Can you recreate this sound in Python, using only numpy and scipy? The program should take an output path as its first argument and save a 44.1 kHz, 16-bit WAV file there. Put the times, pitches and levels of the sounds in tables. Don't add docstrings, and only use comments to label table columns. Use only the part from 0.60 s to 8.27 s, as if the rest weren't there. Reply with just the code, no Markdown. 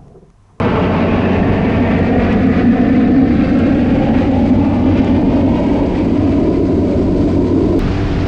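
import sys
import numpy as np
from scipy import signal
from scipy.fft import rfft, irfft, next_fast_len
from scipy.io import wavfile
from scipy.ndimage import uniform_filter1d, map_coordinates

SR = 44100
rng = np.random.default_rng(int(sys.argv[2]) if len(sys.argv) > 2 else 0)


def generate_wav(signal):
    frames = np.transpose(np.atleast_2d(signal))
    scaled = np.clip(frames, -1, 1) * 32767
    pcm = np.round(scaled).astype(np.int16)
    wavfile.write(sys.argv[1], SR, pcm)


def how_loud(loudness_db):
    steps = np.asarray(loudness_db, float) / 20
    return 10 ** steps


N = 338402
TIME = np.arange(N) / SR


def rms_one(x):
    return x / np.sqrt(np.mean(x ** 2) + 1e-20)


def in_time(rows):
    s, *columns = np.transpose(rows)
    return [np.interp(TIME, s, c) for c in columns]


def at_hz(points, hz):
    point_hz, point_db = np.array(points).T[:2]
    return np.interp(np.log(hz), np.log(point_hz), point_db)


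def swing(db):
    return db - db.mean()


def swells(events):
    return sum(db * 2.0 ** -(2 * (TIME - s) / length_s) ** 2 for s, db, length_s in events)


def drift(rate):
    r = np.exp(-80 * np.pi * rate / SR)
    noise = rng.standard_normal(N // 40 + 2002)
    slow = signal.lfilter([1], [1, -2 * r, r * r], noise)[2000:]
    return np.interp(np.arange(N) / 40, np.arange(len(slow)), rms_one(slow))


def bands(spectrum, count):
    size = next_fast_len(N, real=True)
    hz = np.maximum(np.fft.rfftfreq(size, 1 / SR), 1)
    inside = (hz > spectrum[0][0]) * (hz < spectrum[-1][0])
    whole = rfft(rng.standard_normal(size)) * how_loud(at_hz(spectrum, hz)) * inside
    whole = whole / np.sqrt(np.mean(irfft(whole, size) ** 2))
    centres = np.geomspace(spectrum[1][0], spectrum[-3][0], count)
    for k, centre_hz in enumerate(centres):
        share = np.interp(np.log(hz), np.log(centres), np.arange(count) == k)
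        yield centre_hz, irfft(whole * share, size)[:N]


def gusty(spectrum, count, shared_db, own_db, rate):
    together = drift(rate)
    total = 0
    for _, band in bands(spectrum, count):
        total = total + band * how_loud(shared_db * together + own_db * drift(rate))
    return rms_one(total)


def gated_band(low_hz, high_hz, gate):
    sos = signal.butter(6, [low_hz, high_hz], "band", fs=SR, output="sos")
    noise = (gate + 1e-18) * rng.standard_normal(N)
    return signal.sosfilt(sos, noise) * np.sqrt(SR / 2 / (high_hz - low_hz))


def bursts(events, gain_db, decay_s, low_hz, high_hz):
    gate = 0
    for s, db in events:
        gate = gate + how_loud(db + gain_db) * np.exp(-np.abs(TIME - s - decay_s) / decay_s)
    return gated_band(low_hz, high_hz, gate)


def echo_of(x, spacing_hz, strength, sway, kind, edge_hz):
    late = np.arange(N) - SR / spacing_hz * (1 + sway * drift(8.6))
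    copy = map_coordinates(x, [late], order=3, mode="mirror")
    sos = signal.butter(1, edge_hz, kind, fs=SR, output="sos")
    return np.clip(strength, 0, 1) * signal.sosfilt(sos, copy)


# centre_s, level_db, length_s
GUSTS = [(0.304, -3.5, 0.045), (0.691, 2, 0.2), (1.043, -0.5, 0.063), (1.342, 3.1, 0.064),
         (1.439, 0.5, 0.127), (1.726, 2, 0.26), (1.988, 4.5, 0.05), (2.118, 1, 0.048), (2.297, 1.4, 0.12),
         (2.539, -4.5, 0.086), (2.696, -1, 0.055), (2.851, 2.5, 0.12), (3.023, 4, 0.13),
         (3.218, -0.4, 0.11), (3.347, 1, 0.11), (3.517, -4, 0.072), (3.569, 5, 0.048), (3.954, -1, 0.16),
         (4.213, -2.5, 0.11), (4.31, 1, 0.13), (4.5, -1.5, 0.16), (4.657, -2.5, 0.087), (5.044, 2.5, 0.19),
         (5.742, 4.5, 0.089), (6.021, -7, 0.04), (6.33, -1, 0.15), (6.797, -4, 0.056)]
FLUTTER_DB, FLUTTER_PER_S = 1.35, 12.7


def eddies():
    return swells(GUSTS) + FLUTTER_DB * drift(FLUTTER_PER_S)


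# time_s, body_db, top_air_loss_db, body_lean_db_per_octave, top_lean_db_per_octave
ROAR = [(0, -5, 2, -4.5, -1.5), (.4, -3.5, 0.5, 0.5, -1.5), (.9, -0.5, 2.5, 0.1, -2.5),
        (1.6, 0, 4, -0.8, -2), (2.15, 3, 7.5, 0.1, 0), (2.6, 5.5, 7, 9.5, 0.5), (3.0, 3.5, 7.5, -1, -1),
        (3.55, 0.5, 5, -0.2, -1.3), (3.8, -2, 10.5, -9, 2.5), (4.1, 0.5, 9.5, -5.5, 0.5),
        (4.4, 3.5, 8, -2.5, 3.5), (5.0, 0, 8.5, 1, -1), (5.2, 1, 8, 5, -1.5), (5.5, 1, 12, -7, 0.5),
        (6.0, 0.5, 18, 6, 2), (6.5, 0.5, 25, 2.5, -6), (7.19, 0, 21, 3.5, -1)]
# pitch_hz, density_db_per_hz
ROAR_COLOUR = [(65, -32), (110, -6.5), (134, -9.5), (230, 0.5), (276, 1.5), (343, -8), (420, -10),
               (693, -14.5), (1000, -21.5), (1400, -28.5), (1800, -32), (2390, -31.5), (6000, -60),
               (7800, -82), (13200, -120)]
# time_s, comb_spacing_hz, low_strength_0_to_1, high_strength_0_to_1
ROAD_ECHO = [(0, 219.6, 0.3, 0.4), (.5, 217.3, .2, 0.2), (.85, 225.8, .22, .25), (1.3, 227, .3, 0.5),
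             (1.7, 242, 0.4, .35), (2.1, 249.3, 0.5, 0.4), (2.6, 257, 0.5, .35), (3.1, 270.8, 0.4, 0.5),
             (3.55, 273, .4, 0.1), (3.85, 285.3, 0.8, 0.2), (4.3, 295, 0.4, .55), (4.7, 303, 0.4, 0.3),
             (5.0, 316, .45, 0.6), (5.35, 321, 0.2, 0.1), (5.9, 332, 0.79, 0.4), (6.4, 328.6, .45, .15),
             (6.8, 332.5, .7, 0), (7.2, 354, 0.6, .15)]
# time_s, comb_spacing_hz, strength_0_to_1
SHOULDER_ECHO = [(0, 494, 0.04), (1.0, 523, 0.1), (2.2, 616, 0), (2.6, 548, 0.2), (4.2, 496, 0),
                 (5.197, 439, 0.29), (7.2, 486, 0)]
# time_s, edge_hz, depth_db, reach_octaves
SHADOW = [(0, 840, -1, 0.7), (.25, 853, -2, 0.79), (.6, 1024, -6.5, 0.92), (1.3, 902, -9, 0.85),
          (2.0, 845, -12, 0.37), (2.6, 870, -15, 0.35), (3.2, 920, -17.5, .45), (3.7, 996, -8, 0.5),
          (4.2, 1035, -1, 0.46), (4.7, 1080, -6.5, 0.95), (5.2, 1195, -15, 0.49), (5.8, 1226, -8.5, 0.48),
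          (6.4, 1230, -8, 0.4), (7.2, 1234, -5.5, 0.54)]
# centre_s, level_db, length_s
ROLLS = [(0.407, 3, 0.19), (0.871, 1.5, 0.198), (1.546, -0.5, 0.16), (2.25, 0, 0.34), (2.494, -0.5, 0.2),
         (3.774, -0.5, 0.07), (3.959, 2, 0.15), (4.996, -1.5, 0.15), (5.298, -2, 0.079), (5.989, 1.5, 0.13),
         (6.106, -0.5, 0.16), (6.962, 3.5, 0.1)]
# centre_s, level_db, length_s
MIDDLE_ROLLS = [(1.55, 1, 0.12), (2.8, -2.5, 0.14), (3.95, 0.5, 0.4), (4.78, 0.5, 0.091),
                (5.45, -1.5, 0.27), (6.2, -0.5, 0.91), (7.0, -0.5, 0.11)]
# centre_s, pitch_hz, level_db, length_s
PATCHES = [(.2, 396, -5.5, .7), (1.051, 385, -3, .3), (1.498, 488, 3.5, .5), (1.404, 912, -2.5, 0.55),
           (1.998, 993, -5.5, 0.55), (2.545, 307, 2.5, 0.34), (2.593, 233.6, -3, 0.52),
           (2.615, 373, -8.5, 0.62), (3.75, 397, 10, 0.36), (4.04, 495, -7.5, 0.4), (4.186, 313, -4, .5),
           (3.9, 675, -2, 0.46), (4.09, 795, 3, .8), (4.96, 231, 4.5, .3), (5.286, 863, 4, 0.36),
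           (5.846, 880, -7, .9), (5.7, 1092, 5, 0.44), (6.403, 331, -2.5, .35), (6.453, 590, 7, 0.5),
           (6.904, 225, -1, .5), (6.39, 179, -7, .5), (.7, 2650, 3, 1.0), (2.2, 3000, -2.5, 1.4),
           (2.8, 4300, 6, 0.55), (3.45, 3150, 4, .3), (4.0, 1600, -5.5, .5), (5.0, 2500, -3.5, 1),
           (1.2, 2250, 4, .4), (.1, 1350, 3.5, 0.18), (0.59, 540, -2.5, .5), (1.3, 790, 3, .4),
           (1.6, 800, 2.5, .3), (2.4, 235, 3, .2), (3, 170, 2, .5), (3.3, 1650, 2.5, .6),
           (3.0, 4300, 3, .8), (4.7, 690, 3, .2), (5.15, 1000, 3, 0.28), (6.0, 1000, -3.5, .3),
           (6.9, 800, -5.5, .3), (5.4, 260, -1.5, .3), (2.7, 3300, -3, .4), (6.7, 420, -2, .5),
           (4.5, 500, -2.5, .2)]
PATCH_OCTAVES = 0.12
BODY_CLIMB_DB = 16.5
MIDDLE_LOSS_SHARE = 0.33
DUCK_MIDDLE = 0.25
TOP_FOLLOWS = 0.88
LOWS_LATE = 1.007


def roar_patches(hz):
    events = []
    for s, at_pitch_hz, db, length_s in PATCHES:
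        if .7 < hz / at_pitch_hz < 1.4:
            nearness = np.exp(-(np.log2(hz / at_pitch_hz) / PATCH_OCTAVES) ** 2)
            events.append((s, db * nearness, length_s))
    return swells(events)


def jet(eddies_db):
    body_db, loss_db, lean_db, bright_db = in_time(ROAR)
    body_db, loss_db = swing(body_db), swing(loss_db)
    middle_db = -MIDDLE_LOSS_SHARE * loss_db - DUCK_MIDDLE * body_db + swells(MIDDLE_ROLLS)
    top_db = TOP_FOLLOWS * eddies_db - loss_db
    body_db = body_db + swells(ROLLS)
    edge_hz, depth_db, reach = in_time(SHADOW)
    spacing_hz, low_echo, high_echo = in_time(ROAD_ECHO)
    climb = np.log2(spacing_hz / 270)
    lows, highs = 0, 0
    for hz, band in bands(ROAR_COLOUR, count=30):
        above = np.log2(hz / edge_hz)
        top = np.clip(above / .12 + 1, 0, 1)
        body = np.clip((np.log2(480 / hz) + climb) / .54, 0, 1)
        middle = (1 - top) * (1 - body)
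        tilted_body_db = body_db + (BODY_CLIMB_DB * climb + lean_db) * np.log2(hz / 270)
        tilted_top_db = top_db + bright_db * np.log2(hz / 1700)
        level_db = body * tilted_body_db + middle * middle_db + top * tilted_top_db
        shade_db = top * depth_db * np.exp(-(above / np.maximum(reach, .1)) ** 2)
        flicker_db = (0.66 + 0.32 * top) * drift(8.9)
        band = band * how_loud(level_db + shade_db + roar_patches(hz) + flicker_db)
        lows = lows + (1 - top) * band
        highs = highs + top * band
    low_spacing_hz = spacing_hz / LOWS_LATE
    bounce = echo_of(lows, low_spacing_hz, low_echo, 0.0097, "low", 3000)
    again = 0.3 * echo_of(bounce, low_spacing_hz, low_echo, .003, "low", 2000)
    high_bounce = echo_of(highs, spacing_hz * 1.012, high_echo, 0.004, "low", 4500)
    out = lows + bounce + again + highs + high_bounce
    out = out + echo_of(out, *in_time(SHOULDER_ECHO), 0.073, "high", 1200)
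    return how_loud(-11.5) * rms_one(out)


# pitch_hz, density_db_per_hz
HISS = [(900, -15), (1300, 1.5), (1500, 1.5), (1640, -3.5), (2300, -0.5), (2550, -3.5), (3200, -6.5),
        (4800, -9), (5700, -14), (6800, -18), (8200, -21.5), (9400, -30), (11000, -56.5), (13000, -89.5)]
# centre_s, level_db, length_s
SURGES = [
    (0.0, 1, .15),
    (.6, -2, 0.42),
    (3.15, 1.5, 0.83),
    (5.3, 0, 1.0),
    (6.6, 1.5, 0.46),
]
HISS_DB, HISS_RISE_DB_PER_S = -43.5, 1
DUCK_HISS = 0.44
HISS_FOLLOWS = 0.55


def hiss(eddies_db):
    gain_db = swing(HISS_RISE_DB_PER_S * TIME - DUCK_HISS * in_time(ROAR)[0])
    level_db = HISS_DB + gain_db + HISS_FOLLOWS * eddies_db + swells(SURGES)
    return how_loud(level_db) * gusty(HISS, count=8, shared_db=0.97, own_db=0.5, rate=43.0)


# pitch_hz, width_hz, share
CAVITIES = [(3740, 110, -0.33), (3790, 90, 0.46), (4240, 330, -0.0084), (4770, 190, 0.47),
            (5210, 380, -0.14), (6450, 150, .4), (8000, 400, 0.24)]


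def vents(sound):
    out = sound
    for hz, width_hz, share in CAVITIES:
        r = np.exp(-np.pi * min(width_hz, 500) / SR)
        peak = [(1 - r * r) / 2, 0, (r * r - 1) / 2]
        ring = [1, -2 * r * np.cos(2 * np.pi * hz / SR), r * r]
        out = out + share * signal.lfilter(peak, ring, sound)
    return out


def firing_orders(firing_hz, level_db, orders, rough_db):
    turn = 2 * np.pi * np.cumsum(firing_hz * (1 + 0.00524 * drift(3.34))) / SR
    firing_db = dict(orders)[1]
    lines = 0
    for k, db in orders:
        phase = 1.28 * rng.standard_normal()
        lines = lines - how_loud(db - firing_db + rough_db * drift(9.0)) * np.cos(k * turn + phase)
    return np.sqrt(2) * how_loud(level_db) * lines


# time_s, firing_hz, firing_line_db
ENGINE = [(0, 91.58, -21.5), (3.1, 90.53, -25), (3.4, 91.74, -22.5), (5.5, 92.74, -23.5), (7.2, 91.68, -22)]
# multiple_of_firing, level_db
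ENGINE_ORDERS = [(.5, -9), (1, 5.5), (1.5, -21.5), (2, 2), (2.5, -4.5), (3, -8.5), (4, -5), (5, -6)]


def engine():
    return firing_orders(*in_time(ENGINE), ENGINE_ORDERS, rough_db=2.5)


# pitch_hz, density_db_per_hz
BUFFET = [(8.2, -35), (14, -15), (59, -6), (86, -7.5), (99, -9.5), (128, -11), (170, -8.5), (220, -26.5),
          (370, -120)]


def wind(buffet_db):
    return how_loud(buffet_db + 1.5) * gusty(BUFFET, count=4, shared_db=.8, own_db=.8, rate=6.0)


# centre_s, level_db, length_s
WIND = [(0.389, -19, 0.073), (0.711, -11, 0.12), (0.935, 2, 0.2), (1.664, 1, 0.2), (2.103, 2, 0.12),
        (2.325, -1.5, 0.171), (2.691, 3, 0.34), (3.108, -5.5, 0.27), (3.425, 4.5, 0.49), (4.278, -2, 0.36),
        (4.697, 4.5, 0.084), (4.944, 3.5, 0.15), (5.632, -0.5, 0.33), (5.767, -0.5, 0.14), (6.054, 0, 0.3),
        (6.665, 0, 0.16)]
BUFFET_DB, BUFFET_RISE_DB_PER_S = -24.5, 0.41


def buffeting():
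    return wind(BUFFET_DB + BUFFET_RISE_DB_PER_S * TIME + swells(WIND))


# time_s, level_db
AIR = [(0, -84), (.5, -88), (2.6, -91), (3.5, -88), (3.85, -85.5), (5.4, -85.5), (6.5, -81.5), (7.15, -81),
       (7.25, -80), (7.68, -74)]
CEILING_HZ = [12000, 12700, 13400]


def slipstream():
    air_db = in_time(AIR)[0]
    air = gated_band(9900, 12000, how_loud(air_db + 1.2 * drift(12.0)))
    reach = drift(5.0) + TIME / 2.8 - 1.2
    for k, (low_hz, high_hz) in enumerate(zip(CEILING_HZ, CEILING_HZ[1:])):
        is_open = np.clip(4 * (reach - 1.2 * k), 0, 1)
        air = air + gated_band(low_hz, high_hz, how_loud(air_db - 11.0) * is_open)
    return air


# start_s, peak_db
SPITS = [(0.21, -72.5), (1.025, -68), (1.728, -63), (1.9016, -73.5), (4.1903, -61), (4.344, -65),
         (4.8196, -71), (5.1973, -61.5), (5.224, -53), (5.2976, -66), (5.672, -69.5), (6.3016, -67.5),
         (6.576, -70), (7.2988, -74), (7.3894, -72.5), (7.4903, -68), (7.6394, -66)]


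def grit():
    return bursts(SPITS, -9.0, .008, 9500, 15700)


# time_s, pitch_hz, level_db
WHINE = [
    (.4, 1738, -37),
    (.9, 1790, -34),
    (1.6, 1852, -36),
    (2.2, 1835, -34),
    (2.8, 1812, -40.5),
    (3.3, 1746, -60),
]


def whine():
    hz, db = in_time(WHINE)
    sos = signal.butter(2, 120, fs=SR, output="sos")
    wide = signal.sosfilt(sos, rng.standard_normal((2, N)))
    turn = 2 * np.pi * np.cumsum(hz) / SR
    heard = (TIME > WHINE[0][0]) * (TIME < WHINE[-1][0])
    ridge = how_loud(db) * heard * rms_one(wide[0] * np.cos(turn) + wide[1] * np.sin(turn))
    spacing_hz, _, high_echo = in_time(ROAD_ECHO)
    return ridge + 1.8 * echo_of(ridge, spacing_hz, high_echo, 0.0036, "low", 6000)


# start_s, peak_db
TICKS = [(1.217, -47), (1.3887, -30.5), (1.7268, -27.5), (1.868, -36), (2.2817, -33), (2.9892, -29),
         (3.0693, -36), (3.5697, -40), (4.4456, -27), (5.22, -55)]


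def strap():
    return bursts(TICKS, -12.5, 0.0013, 3500, 7900)


# time_s, firing_hz, firing_line_db, buffet_db, tyre_and_wind_db
LATER = [
    (7.19, 96, -21, -23, -30.5),
    (7.38, 95.8, -22, -19, -30.5),
    (7.55, 95.8, -21, -23, -30.5),
    (7.68, 96, -20, -23, -30.5),
]
# multiple_of_firing, level_db
LATER_ORDERS = [(0.5, -6), (1, 0), (1.5, -14), (2, -8.5), (2.5, -8), (3, -3.5), (3.5, -17), (4, -9),
                (4.5, -25), (5, -15), (5.5, -25), (6, -26), (6.5, -23.5), (7, -18), (7.5, -22.5), (8, -27)]
# pitch_hz, density_db_per_hz
LATER_COLOUR = [(14, -30), (28, 11), (70, -0.5), (125, -4), (300, -4), (420, -9.5), (560, -14.5),
                (680, -15), (1050, -18), (2480, -24), (5140, -34.5), (9380, -56.5), (12200, -98),
                (20600, -120)]


def second_road():
    firing_hz, line_db, buffet_db, tyre_db = in_time(LATER)
    tyres = gusty(LATER_COLOUR, count=12, shared_db=.3, own_db=.4, rate=21.0)
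    drone = firing_orders(firing_hz, line_db, LATER_ORDERS, rough_db=2.0)
    return drone + wind(buffet_db + 2.0) + how_loud(tyre_db + 12.5) * tyres


MIC_TOP_HZ = 9200


def limit(x, squeeze=0.21):
    level = np.sqrt(uniform_filter1d(x ** 2, size=441) + 1e-4)
    x = np.tanh(x * (level / 0.24) ** -squeeze)
    return signal.sosfilt(signal.butter(8, MIC_TOP_HZ, fs=SR, output="sos"), x)


SPLICE_S, SPLICE_JUMP = 7.19302, -.25


def splice(first, second):
    cut = round(SPLICE_S * SR)
    near = np.exp(-np.abs(np.arange(N) - cut) / (.001 * SR))
    first = first - near * (first[cut] + SPLICE_JUMP / 2)
    second = second - near * (second[cut] - SPLICE_JUMP / 2)
    return np.where(np.arange(N) < cut, first, second)


def scene():
    eddies_db = eddies()
    first = vents(jet(eddies_db) + hiss(eddies_db)) + whine() + engine() + buffeting()
    ride = splice(limit(first), limit(second_road()))
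    end_fade = np.clip(TIME[::-1] / .0002, 0, 1)
    return ride[None] * end_fade + slipstream() + grit() + strap()


def low_pass(x):
    return signal.sosfilt(signal.butter(12, 15720, fs=SR, output="sos"), x)


def record(dry):
    return low_pass(dry)


dry = scene()
out = record(dry)
generate_wav(out)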